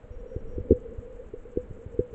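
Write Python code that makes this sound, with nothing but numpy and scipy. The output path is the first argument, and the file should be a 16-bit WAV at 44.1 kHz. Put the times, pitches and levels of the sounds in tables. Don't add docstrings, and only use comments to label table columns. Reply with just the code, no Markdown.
import sys
import numpy as np
from scipy import signal
from scipy.fft import rfft, irfft
from scipy.io import wavfile

SR = 44100
rng = np.random.default_rng(int(sys.argv[2]) if len(sys.argv) > 2 else 0)


def to_wav(s):
    ch = np.atleast_2d(s).T
    pcm = np.round(np.clip(ch, -1, 1) * 32767)
    wavfile.write(sys.argv[1], SR, pcm.astype(np.int16))


N = 94638

# (t/s, level/dB, starting f/Hz, life/s, level of the shove on the shell/dB,
# direction +1 out -1 in)
BUBBLES = [(0.3591, -27, 255, 0.0069, -23, -1), (0.5794, -21, 302.6, 0.0041, -26, -1),
           (0.7056, -5, 348, 0.005, -15.5, -1), (0.7188, -5, 285.5, 0.0034, -19, -1),
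           (0.725, -10.5, 350, 0.0028, -36.5, 1), (0.848, -38, 373, 0.027, -55, 1),
           (1.3345, -28, 327, 0.0091, -50, -1), (1.45, -37.5, 390, 0.014, -57, 1),
           (1.558, -31.5, 376, .007, -52.5, 1), (1.5709, -12, 370, 0.0035, -25.5, 1),
           (1.7060, -35.5, 300, 0.0042, -27, 1), (1.7850, -39, 430, 0.01, -56, 1),
           (1.8590, -40.5, 300, 0.01, -29, 1), (1.989, -12, 340, 0.007, -21, 1),
           (2.126, -38.5, 425, 0.014, -37.5, 1)]


def amp(db):
    return 10 ** (np.asarray(db) / 20)


def rms_one(x):
    return x / np.sqrt(np.mean(x ** 2) + 1e-20)


def level_curve(rows):
    s, db = np.transpose(rows)
    return np.interp(np.arange(N) / SR, s, db)


def drift(rate_hz):
    r = np.exp(-2 * np.pi * rate_hz / SR)
    noise = rng.standard_normal(N + SR)
    return rms_one(signal.lfilter([1], [1, -2 * r, r * r], noise)[SR:])


def coloured(points):
    hz, db = np.transpose(points)
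    grid = np.arange(1, N // 2 + 2) * SR / N
    gain = amp(np.interp(np.log(grid), np.log(hz), db))
    return rms_one(irfft(rfft(rng.standard_normal(N)) * gain, N))


def resonate(x, hz, t60):
    r = amp(-60 / (t60 * SR))
    w = 2 * np.pi * hz / SR
    return signal.lfilter([(1 - r * r) / 2, 0, (r * r - 1) / 2], [1, -2 * r * np.cos(w), r * r], x + 1e-18)


def gate(spans, edge_s):
    t = np.arange(N) / SR
    return sum(np.clip(np.minimum(t - s, s + length - t) / edge_s + .5, 0, 1) for s, length in spans)


def current_rumble():
    # (t/s, level/dB)
    rumble_level = [(0.0, -49), (0.16, -47.5), (0.29, -46), (0.61, -39.5), (0.74, -41), (1.19, -46.5),
                    (1.47, -47), (1.86, -45.5), (2.14, -45.5)]
    # (f/Hz, relative level/dB)
    rumble_colour = [(8.8, -29.5), (15, 9), (64, -5.5), (107, -8), (152, -17.5), (206, -9.5), (386, -16),
                     (420, -8), (550, -27), (920, -120)]
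    lumps_db = 1.5 * drift(24)
    return amp(level_curve(rumble_level) + lumps_db) * coloured(rumble_colour)


def pocket_murmur():
    # (t/s, level/dB)
    hum_level = [(0, -67), (.05, -53.5), (.17, -53), (.2, -49), (.3, -43), (.4, -48), (.45, -43),
                 (.51, -48), (.55, -41.5), (.62, -49.5), (.69, -38), (.72, -46.5), (.77, -42), (.79, -52.5),
                 (.86, -41), (.95, -47.5), (1.09, -46.5), (1.17, -52), (1.21, -42), (1.27, -63),
                 (1.33, -73), (1.37, -50.5), (1.42, -56), (1.5, -51), (1.56, -57.5), (1.65, -55.5),
                 (1.77, -56.5), (1.8, -50), (1.85, -51), (1.95, -47), (2.0, -49.5), (2.09, -53.5),
                 (2.14, -44.5)]
    # (centre f/Hz, width/Hz, relative level/dB)
    hum_bands = [(501.6, 57.7, 3), (457, 37, -6.5)]
    flicker_depth_db, flicker_rate_hz = 1.5, 25
    hum = 0
    for hz, width, band_db in hum_bands:
        band = signal.butter(2, [hz - width / 2, hz + width / 2], "band", fs=SR, output="sos")
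        flicker_db = flicker_depth_db * drift(flicker_rate_hz)
        noise = rms_one(signal.sosfilt(band, rng.standard_normal(N)))
        hum = hum + amp(band_db + flicker_db) * noise
    return amp(level_curve(hum_level)) * hum


def steady_hiss():
    # (f/Hz, relative level/dB)
    hiss_colour = [(350, -30.5), (600, -0.5), (693, -12.5), (793, -10.5), (917, -13.5), (1500, -16),
                   (2940, -26.5), (4900, -44.5), (6000, -49), (7800, -76.5), (13200, -120)]
    return amp(-60) * coloured(hiss_colour)


def treble_hiss():
    # (f/Hz, relative level/dB)
    treble_colour = [(3240, -40.5), (5500, -17.5), (5850, -15.5), (6960, -5.5), (7480, -2.5), (7920, 5),
                     (8500, -1.5), (8900, -32), (11600, -57), (19600, -120)]
    # (t/s, length/s)
    swells = [(.76, 0.066), (.935, 0.024), (.985, 0.073), (1.12, .06), (1.225, 0.072), (1.375, 0.063),
              (1.49, 0.045), (1.58, 0.058), (1.695, 0.066), (1.775, .065), (1.915, 0.034), (1.98, .06),
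              (2.10, .06)]
    base_db, swell_db = -78.5, 5.5
    flicker_depth_db, flicker_rate_hz = 2.5, 90
    level_db = base_db + swell_db * gate(swells, 0.0052) + flicker_depth_db * drift(flicker_rate_hz)
    return amp(level_db) * coloured(treble_colour)


def switched_whine():
    # (multiple of the fundamental, rms level/dB)
    harmonics = [(5, -99), (6, -81.5), (7, -90.5)]
    # (t/s, length/s)
    on_spans = [(.119, 0.038), (.189, .022), (.271, .091), (.390, 0.02), (.472, .091), (.599, 0.0084)]
    fundamental_hz = 947.5
    t = np.arange(N) / SR
    tone = sum(np.sqrt(2) * amp(db) * np.sin(2 * np.pi * round(k) * fundamental_hz * t) for k, db in harmonics)
    return tone * gate(on_spans, .002)


def shell_thumps():
    # (t of the crest/s, level/dB, length/s, direction +1 or -1)
    pushes = [(0.041, -39.5, 0.0084, -1), (0.110, -32.5, 0.013, 1), (0.154, -37, 0.02, -1),
              (0.164, -28.5, 0.021, -1), (0.224, -29, 0.028, -1), (0.390, -34, 0.017, -1),
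              (0.488, -28.5, 0.022, -1), (0.569, -26.5, 0.018, -1), (0.604, -27, .009, -1),
              (0.619, -49, 0.021, -1), (0.733, -28.5, 0.0044, -1), (0.738, -34, 0.014, -1),
              (0.754, -35, 0.0092, -1), (0.771, -45, 0.011, -1), (0.891, -36, .016, -1),
              (0.985, -27, 0.011, -1), (1.147, -39, 0.015, 1), (1.273, -37, 0.024, 1),
              (1.334, -38, 0.0091, 1), (1.389, -31, 0.041, 1), (1.601, -40, 0.011, 1),
              (1.703, -31.5, 0.012, 1), (1.944, -36.5, 0.0083, 1), (2.006, -23, 0.0031, -1)]
    shove_s = .007
    leak_hz = 24.6
    bounce_hz, bounce_t60_s, bounce_db = 88, .05, 1
    t = np.arange(N) / SR
    shoves = [(s + shove_s / 2, shove_db, shove_s, way) for s, _, _, _, shove_db, way in BUBBLES]
    pressure = 0
    for crest, db, length, way in [*pushes, *shoves]:
        hump = np.cos(np.pi * np.clip((t - crest) / length, -.5, .5)) ** 2
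        pressure = pressure + np.sign(way) * amp(db) * hump
    leaky = signal.sosfilt(signal.butter(1, leak_hz, "high", fs=SR, output="sos"), pressure)
    return leaky + amp(bounce_db) * resonate(pressure, bounce_hz, bounce_t60_s)


def bubble_pops():
    top_hz, glide_s = 481, 0.0044
    rise_share = 0.077
    out = 0
    for s, db, hz, life, _, way in BUBBLES:
        t = np.maximum(np.arange(N) / SR - s, 0)
        turns = top_hz * t - (top_hz - hz) * glide_s * (1 - np.exp(-t / glide_s))
        rise = 1 - np.exp(-t / (rise_share * life))
        decay = np.exp(-(t / life) ** 3)
        out = out + np.sign(way) * amp(db) * rise * decay * np.sin(2 * np.pi * turns)
    return out


def pocket_ring(hits):
    return amp(7) * resonate(hits, 495.8, .17)


def shell_tick(hits):
    return amp(-12) * resonate(hits, 800, 0.032)


def muffle(water):
    return signal.sosfilt(signal.cheby2(8, 45, 641.3, fs=SR, output="sos"), water)


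def scene():
    rumble = current_rumble()
    murmur = pocket_murmur()
    electronics = steady_hiss() + treble_hiss() + switched_whine()
    hits = shell_thumps() + bubble_pops()
    water = hits + pocket_ring(hits) + murmur + rumble
    return (muffle(water) + shell_tick(hits) + electronics)[None]


def record(dry):
    cut = signal.sosfilt(signal.cheby2(12, 70, 9100, fs=SR, output="sos"), dry)
    return cut + amp(-103) * rng.standard_normal(dry.shape)


dry = scene()
out = record(dry)
to_wav(out)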